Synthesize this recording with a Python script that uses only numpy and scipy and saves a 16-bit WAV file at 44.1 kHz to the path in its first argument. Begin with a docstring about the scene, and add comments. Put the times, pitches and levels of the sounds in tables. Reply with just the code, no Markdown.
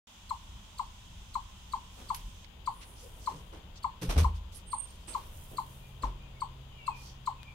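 """A chipmunk on a garden wall clucks about twice a second, heard on a camera's stereo microphones.
Each cluck is a tiny falling squeak, then a short falling tone near 1 kHz; the stones and the yard
echo it. Far off, birds call over quiet air and a motor starts to hum; leaves rustle in between.
Right at the microphones, a hand scuffs and bumps the camera and a few dry ticks sound.
Both microphones hiss, and the left one is muffled in the treble."""
import sys
import numpy as np
from scipy import signal
from scipy.fft import rfft, irfft, next_fast_len
from scipy.io import wavfile
from scipy.ndimage import map_coordinates

SR = 44100
rng = np.random.default_rng(int(sys.argv[2]) if len(sys.argv) > 2 else 0)


def to_wav(sig):
    """Store sig (one row per channel, or 1-D mono) as 16-bit WAV at the path in sys.argv[1].

    Samples outside -1..1 are clipped; the rate is SR.
    """
    pcm = np.clip(np.atleast_2d(sig), -1, 1) * 32767
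    pcm = np.round(pcm).astype(np.int16)
    wavfile.write(sys.argv[1], SR, pcm.T)  # frames by channels


N = 332514

# Hiss of each microphone, and an extra hiss on the right that stops early.
# Each row: frequency in Hz, level in dB per Hz.
LEFT_MIC_HISS = [(800, -115), (1800, -104), (2400, -94.5), (3200, -88), (3700, -93), (4300, -102),
                 (4900, -100), (5700, -110), (6500, -101.5), (7400, -106), (8500, -114), (10300, -119),
                 (13000, -113), (15800, -112)]
RIGHT_MIC_HISS = [(800, -115), (1800, -105), (3100, -102), (3800, -111), (5000, -114), (6100, -108),
                  (7200, -117), (8300, -112.5), (10000, -112), (13000, -114), (15800, -116)]
RIGHT_EXTRA_HISS = [(1600, -120), (2600, -97.5), (3400, -89.5), (4400, -101), (6200, -94.5), (7500, -98),
                    (9000, -104), (12000, -110), (15800, -118)]
# The left microphone's dull treble. Each row: frequency in Hz, gain in dB.
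LEFT_MIC_RESPONSE = [(3500, 0.5), (5000, -2.5), (6200, -4), (7300, -11.5), (8500, -15.5), (11000, -13.5),
                     (15000, -13)]
# How alike the two microphones hear diffuse noise. Each row: frequency in Hz, correlation.
MIC_CORRELATION = [(50, 0.99), (150, 0.93), (300, 0.7), (1000, 0.094), (2000, 0.061)]
# The garden air's rumble and breeze. Each row: frequency in Hz, relative level in dB.
RUMBLE_SPECTRUM = [(13, -33), (22, 3.5), (32, 0), (43, 2), (65, 0.5), (81, -1.5), (146, -13), (185, -10),
                   (216, -18), (300, -30), (390, -26), (660, -120)]
BREEZE_SPECTRUM = [(120, -30), (200, -2), (292, -10), (372, -18.5), (649, -9.5), (707, -13), (769, -7),
                   (1000, -3.5), (1180, -9.5), (1520, -11.5), (1650, -16.5), (1900, -14), (2470, -26),
                   (4180, -120)]
# The course of a low murmur. Each row: time in seconds, level in dB.
MURMUR_LEVELS = [(0, -85), (2.5, -69), (3.2, -62.5), (3.9, -67.5), (4.9, -66), (5.6, -65.5), (6.3, -63.5),
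                 (7.54, -70)]
# The yard's echo. Each row: frequency in Hz, t60 (time to fall 60 dB) in seconds.
YARD_DECAY = [(500, 0.11), (1000, 0.52), (4000, 0.27), (12000, 0.21)]
# Far birds. Each row: start and length in seconds, first and last pitch in Hz, level in dB.
BIRD_NOTES = [(4.654, 0.033, 8570, 8640, -47), (4.69, .12, 8580, 8730, -34), (5.8, .055, 2420, 2400, -61),
              (6.179, 0.059, 2435, 2466, -58.5), (6.327, 0.05, 2260, 2200, -62),
              (6.664, 0.23, 3104, 2620, -55.5), (6.862, 0.091, 2620, 2400, -50.5),
              (6.726, 0.097, 2510, 2230, -58), (7.336, .08, 2680, 2400, -59),
              (7.452, 0.037, 2320, 2430, -50)]
# Leaves and cloth. Each row: start and length in seconds, level in dB, centre in Hz, width in octaves.
SWISHES = [(1.877, 0.56, -59.5, 6900, 0.85), (2.138, 0.044, -44, 11140, 0.11),
           (2.654, 1, -59.5, 9000, 0.58), (2.699, .42, -60, 9700, .08), (2.807, 0.056, -52, 2970, 1),
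           (2.953, .14, -58, 5630, .4), (3.02, .08, -56, 500, 0.094), (3.189, .25, -55.5, 6000, 0.52),
           (3.754, .045, -53.5, 4800, 0.48), (4.341, 0.064, -58.5, 4700, 0.91),
           (4.512, 0.12, -54, 5800, 0.89), (4.544, 0.052, -45.5, 9800, 0.16),
           (4.808, 0.32, -60, 5960, 0.85), (5.071, 0.083, -41.5, 8650, .12),
           (5.078, 1.0, -55.5, 10700, 0.78), (6.933, 0.26, -56, 5200, 0.34),
           (6.945, 0.23, -60.5, 9100, 0.58)]
# Dry snaps. Each row: start in seconds, level in dB, t60 in seconds, relative tail level in dB,
# centre in Hz, width in octaves, left over right in dB.
SNAPS = [(2.146, -34.5, 0.026, -11, 4110, 1.8, 1), (2.445, -49, 0.025, -20, 2920, 0.72, -11),
         (7.4318, -36, 0.0022, -38, 6500, 2, 14.5)]
# Fingers on the case. Each row: start in seconds, level in dB, rise and t60 in seconds,
# tilt in dB per octave.
FINGER_SCUFFS = [(1.96, -53, 0.054, 0.43, -2.5), (3.251, -53, 0.067, 0.52, -2.5),
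                 (3.52, -49, 0.017, 0.39, -3), (4.013, -39.5, 0.017, 0.23, 1.2),
                 (4.089, -34.5, 0.011, 0.24, -1.5), (4.1, -36.5, 0.0093, 0.16, 0),
                 (4.156, -35, 0.0092, 0.37, -4), (4.175, -32, 0.012, 0.22, 0.4),
                 (5.076, -47, 0.011, 0.78, 0), (5.5, -50, .038, 0.3, -6), (6.019, -43.5, 0.025, 0.26, -3)]
# The colour of the rubbed case. Each row: frequency in Hz, relative level in dB.
CASE_SPECTRUM = [(120, -29), (200, -10), (534, -8.5), (850, -11.5), (1200, -10.5), (1800, -17.5),
                 (2300, -14), (2800, -14), (3700, -15.5), (4500, -17.5), (6200, -15), (7200, -23.5),
                 (8200, -18), (11000, -20), (13000, -25), (15000, -31), (15800, -40)]
# Dull bumps of the hand. Each row: start in seconds, peak in dB, pitch in Hz, rise and t60 in seconds.
HAND_BUMPS = [(2.22, -34, 40.8, .038, 0.18), (4.083, -25, 37.6, 0.0071, .3),
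              (4.153, -16.5, 75.7, 0.044, 0.48), (4.236, -23.5, 51.1, 0.0066, 0.51),
              (6.034, -29, 46.3, 0.018, 0.42)]
# Harder knocks on the case. Each row: start in seconds, level in dB.
CASE_KNOCKS = [(3.325, -47), (4.014, -34.5), (4.152, -31.5)]
# Modes of the hollow case. Each row: frequency in Hz, relative level in dB, t60 in seconds.
CASE_MODES = [(126.5, -1.5, 0.47), (171.8, -1.5, 0.5), (285, -6.5, 0.16), (408, -14.5, 0.24),
              (474, -7.5, 0.27)]
# Paths from the chipmunk to each microphone, direct and off stones. Each row: delay in seconds, gain.
PATHS_TO_LEFT = [(0, 1), (.00589, .17), (.00991, .11), (.01461, .18), (.02284, .15), (.03369, .12),
                 (.03924, .11), (.04909, .05)]
PATHS_TO_RIGHT = [(.00004, .51), (.00133, .42), (.00678, .12), (.0113, .06), (.01831, .05), (.02479, .08),
                  (.02844, .11), (.04917, .05)]
# The squeak's two whistles. 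Each row: first and last pitch in Hz, relative peak in dB,
# time to the peak in seconds.
SQUEAK_WHISTLES = [(5060, 3740, -18, 0.0092), (10370, 6100, -18, 0.0099)]
# The chipmunk's calls. Each row: start of the tone in seconds, its level in dB.
CHIPMUNK_CLUCKS = [(0.3066, -23.5), (0.7933, -23.5), (1.3525, -22.5), (1.7338, -22.5), (2.101, -21.5),
                   (2.673, -21), (3.272, -21.5), (3.8424, -21), (4.243, -20.5), (4.7295, -24),
                   (5.148, -22.5), (5.5816, -22.5), (6.0337, -23), (6.4173, -24), (6.8776, -21),
                   (7.2725, -21)]


def amp(db):
    """Decibels to gain."""
    return 10 ** (np.asarray(db) / 20)


def unit(x):
    """x at rms 1."""
    return x / np.sqrt(np.mean(x ** 2) + 1e-20)


def along(points, hz):
    """Read (Hz, value) points on a log frequency axis."""
    freqs, values = np.transpose(points)
    return np.interp(np.log(hz + 1), np.log(freqs + 1), values)


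def clock(seconds):
    """Sample times over a duration."""
    return np.arange(int(seconds * SR)) / SR


def wobble(rate, size):
    """A smooth random curve, rate knots a second."""
    knots = rng.standard_normal(int(size * rate / SR) + 4)
    return map_coordinates(knots, [np.arange(size) * rate / SR])


def phase(hz):
    """Running phase in radians of a changing pitch."""
    return 2 * np.pi * np.cumsum(hz, axis=-1) / SR


def filtered(x, response):
    """x through a frequency response."""
    size = x.shape[-1]
    padded = next_fast_len(size + 8192)
    return irfft(rfft(x, padded) * response(np.fft.rfftfreq(padded, 1 / SR)), padded)[..., :size]


def band(centre_hz, octaves):
    """A bell-shaped response on a log axis."""
    return lambda hz: np.exp(-.5 * (np.log2((hz + 1) / centre_hz) / octaves) ** 2)


def contour(points):
    """A response through (Hz, dB) points."""
    return lambda hz: amp(along(points, hz))


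def noise(response, size):
    """Unrelated left and right noise of rms 1."""
    return unit(filtered(rng.standard_normal((2, size)), response))


def diffuse_noise(response, size):
    """Noise of rms 1 at the microphone pair, alike in the bass and unrelated in the treble."""
    def mid_and_side(hz):
        angle = np.arccos(np.clip(along(MIC_CORRELATION, hz), -1, 1)) / 2
        return response(hz) * np.array([np.cos(angle), np.sin(angle)])
    mid, side = noise(mid_and_side, size)
    return unit(np.array([mid + side, mid - side]))


def swell(t, rise, t60):
    """A soft rise, then an exponential decay."""
    return np.sin(np.pi / 2 * np.clip(t / rise, 0, 1)) * amp(-60 * np.maximum(t - rise, 0) / t60)


def add(track, start, x):
    """Mix x into track from start, in seconds."""
    part = track[..., max(round(start * SR), 0):][..., :x.shape[-1]]
    part += x[..., :part.shape[-1]]


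def microphone_hiss(extra_ends_s=2.448):
    """Steady hiss of both microphones; the right one turns abruptly quieter."""
    tables = LEFT_MIC_HISS, RIGHT_MIC_HISS, RIGHT_EXTRA_HISS
    white = rng.standard_normal((3, N)) * np.sqrt(SR / 2)
    left, right, extra = filtered(white, lambda hz: amp([along(table, hz) for table in tables]))
    return np.array([left, right + extra * (np.arange(N) < extra_ends_s * SR)])


def garden_air(rumble_db=-50.5, breeze_db=-62.5, settle_s=.26, settle_from_db=-23):
    """All around: a steady low rumble, a soft breeze and a low murmur that comes and goes."""
    t = np.arange(N) / SR
    # The recorder's bass settles in during the first moment.
    settle_db = settle_from_db * np.maximum(1 - t / settle_s, 0)
    rumble = amp(rumble_db + settle_db + wobble(7.2, N)) * diffuse_noise(contour(RUMBLE_SPECTRUM), N)
    breeze = amp(breeze_db - .6 * wobble(3.05, N)) * diffuse_noise(contour(BREEZE_SPECTRUM), N)
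    murmur_db = np.interp(t, *np.transpose(MURMUR_LEVELS)) + wobble(10, N)
    murmur = amp(murmur_db) * diffuse_noise(band(centre_hz=425, octaves=.83), N)
    return rumble + breeze + murmur


def distant_motor(hum_hz=132.1, level_db=-55.5, start_s=5.07, rise_s=.55):
    """A motor starts far away: one slightly wavering hum, the same in both microphones."""
    running = np.clip((np.arange(N) / SR - start_s) / rise_s, 0, 1)
    level = amp(level_db + wobble(6.5, N))
    pitch = hum_hz + .15 * wobble(2.91, N)
    return running * level * unit(np.sin(phase(pitch)))


def yard_echo(x):
    """The yard's diffuse stereo echo of a mono sound, lingering longest near 1 kHz."""
    hz, t, spectra = signal.stft(rng.standard_normal((2, SR // 2)), SR, nperseg=256)
    decay = amp(-60 * t / along(YARD_DECAY, hz)[:, None])
    tail = signal.istft(spectra * decay, SR, nperseg=256)[1]
    return signal.fftconvolve(x[None], tail / np.linalg.norm(tail[0]), axes=1)


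def far_birds(waver_hz=40, waver_rate=300, swell_db=16):
    """Thin wavering whistles from far off, each swelling to its end, blurred by the yard."""
    out = np.zeros((2, N))
    for start, length, start_hz, end_hz, db in BIRD_NOTES:
        size = int(length * SR)
        pitch = np.geomspace(start_hz, end_hz, size) + waver_hz * wobble(waver_rate, size)
        shape = unit(signal.windows.tukey(size, .3) * amp(np.linspace(0, swell_db, size)))
        note = shape * np.sin(phase(pitch))
        echo = yard_echo(note)
        same_energy = np.linalg.norm(note) / np.linalg.norm(echo, axis=1, keepdims=True)
        add(out, start, amp(db) * same_energy * echo)
    return out


def rustles(grain_db=1.5, grain_rate=300, patchy_db=1.5, patch_rate=25, skew=.73):
    """Soft, grainy, uneven swishes, as of leaves and cloth, that rise faster than they fall."""
    out = np.zeros((2, N))
    for start, length, db, centre_hz, octaves in SWISHES:
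        size = int(length * SR)
        catches = amp(grain_db * wobble(grain_rate, size) + patchy_db * wobble(patch_rate, size))
        swish = unit(noise(band(centre_hz, octaves), size) * catches)
        shape = np.sin(np.pi * np.linspace(0, 1, size) ** skew)
        add(out, start, amp(db) * swish * shape)
    return out


def ticks(tail_t60=.27):
    """Small dry snaps with a short bright tail, each from its own direction."""
    out, t = np.zeros((2, N)), clock(.55)
    for start, db, t60, tail_db, centre_hz, octaves, pan_db in SNAPS:
        shape = amp(-60 * t / t60) + amp(tail_db - 60 * t / tail_t60)
        pan = amp([[pan_db / 2], [-pan_db / 2]])
        add(out, start, amp(db) * pan * shape * noise(band(centre_hz, octaves), len(t)))
    return out


def finger_scuffs(grain_db=2, grain_rate=450):
    """Right by the microphones, fingers drag over the case in tiny slips that ring it."""
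    out, t = np.zeros((2, N)), clock(.5)
    for start, db, rise, t60, tilt_db in FINGER_SCUFFS:
        colour = lambda hz: amp(along(CASE_SPECTRUM, hz) + tilt_db * np.log2(np.maximum(hz, 100)))
        slips = diffuse_noise(colour, len(t)) * amp(grain_db * wobble(grain_rate, len(t)))
        add(out, start, amp(db) * unit(slips) * swell(t, rise, t60))
    return out


def hand_bumps(waver=.061, waver_rate=62, shudder_db=-14, knock_rise_s=.024):
    """The hand shakes both microphones: soft bumps sway and shudder, knocks ring the hollow case."""
    out, t = np.zeros((2, N)), clock(.92)
    ring = lambda hz: np.sin(phase(hz * (1 + waver * wobble(waver_rate, len(t)))))
    for start, db, hz, rise, t60 in HAND_BUMPS:
        shudder = amp(shudder_db) * diffuse_noise(contour(RUMBLE_SPECTRUM), len(t))
        add(out, start, amp(db) * swell(t, rise, t60) * (ring(hz) + shudder))
    for start, db in CASE_KNOCKS:
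        for hz, mode_db, t60 in CASE_MODES:
            add(out, start, amp(db + mode_db) * swell(t, knock_rise_s, t60) * ring(hz))
    return out


def stone_wall(voice):
    """The voice reaches each microphone directly and, moments later, off nearby stones."""
    def arrivals(paths, hz):
        return sum(gain * np.exp(-2j * np.pi * hz * delay) for delay, gain in paths)
    return filtered(voice, lambda hz: np.array([arrivals(PATHS_TO_LEFT, hz),
                                                arrivals(PATHS_TO_RIGHT, hz)]))


def cluck_squeak(length_s=.016, rise_db_per_s=2498, fall_db_per_s=3000,
                 roughness=.036, rough_rate=1500, rasp_db=-11, third_db=-15, scatter_db=1):
    """Two faint, rough whistles slide down, each swelling to a peak and dying, with a trace of rasp."""
    t = clock(length_s)
    start_hz, end_hz, peak_db, peak_s = np.transpose(SQUEAK_WHISTLES)[..., None]
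    slide_hz = start_hz + (end_hz - start_hz) * t / length_s
    lower_phase, upper_phase = phase(slide_hz * (1 + roughness * wobble(rough_rate, len(t))))
    below_peak_db = np.maximum((peak_s - t) * rise_db_per_s, (t - peak_s) * fall_db_per_s)
    lower_level, upper_level = amp(peak_db - below_peak_db)
    rasp = amp(rasp_db) * noise(band(centre_hz=9000, octaves=1), len(t))[0]
    lower = lower_level * (np.sin(lower_phase) + amp(third_db) * np.sin(3 * lower_phase) + rasp)
    upper = upper_level * np.sin(upper_phase)
    return amp(scatter_db * rng.normal()) * (lower + upper)


def cluck_tone(start_hz=1206, end_hz=670, glide_s=.018, rise_s=.0042, hold_s=.0099, t60=.041,
               octave_gain=.071, scatter=.0067):
    """A nearly pure tone that sags in pitch and dies fast; its octave shows only at the start."""
    t = clock(.045)
    detune = 1 + scatter * rng.normal()
    effort = np.exp(-t / glide_s)
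    angle = phase(detune * (end_hz + (start_hz - end_hz) * effort))
    attack = np.sin(np.pi / 2 * np.clip(t / rise_s, 0, 1)) ** 2
    decay = amp(-60 * np.maximum(t - hold_s, 0) / t60)
    octave = octave_gain * effort ** 3 * np.sin(2 * angle)
    return attack * decay * (np.sin(angle) + octave)


def chipmunk(squeak_lead_s=.0172, squeak_gain_db=-21.5, tone_echo_db=-20, squeak_echo_db=-4):
    """From the wall, each cluck is a squeak and then a tone, both echoed by the stones and the yard."""
    voice, echo = np.zeros(N), np.zeros((2, N))
    for start, db in CHIPMUNK_CLUCKS:
        tone = amp(db) * cluck_tone()
        squeak = amp(squeak_gain_db) * cluck_squeak()
        add(voice, start, tone)
        add(voice, start - squeak_lead_s, squeak)
        add(echo, start, amp(tone_echo_db) * yard_echo(tone))
        add(echo, start - squeak_lead_s, amp(squeak_echo_db) * yard_echo(squeak))
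    return stone_wall(voice) + echo


def scene():
    """The garden at the two microphones: the left one is muffled, and both add their own hiss."""
    garden = chipmunk() + far_birds() + rustles()
    close_by = finger_scuffs() + hand_bumps() + ticks()
    background = garden_air() + distant_motor()
    left, right = background + close_by + garden
    muffled_left = filtered(left, contour(LEFT_MIC_RESPONSE))
    return np.array([muffled_left, right]) + microphone_hiss()


def record(dry):
    """The camera opens its input after a moment and keeps nothing above its band limit."""
    opens_s, top_hz = .071, 15800
    return filtered(dry * (np.arange(N) > opens_s * SR), lambda hz: hz < top_hz)


dry = scene()
out = record(dry)
to_wav(out)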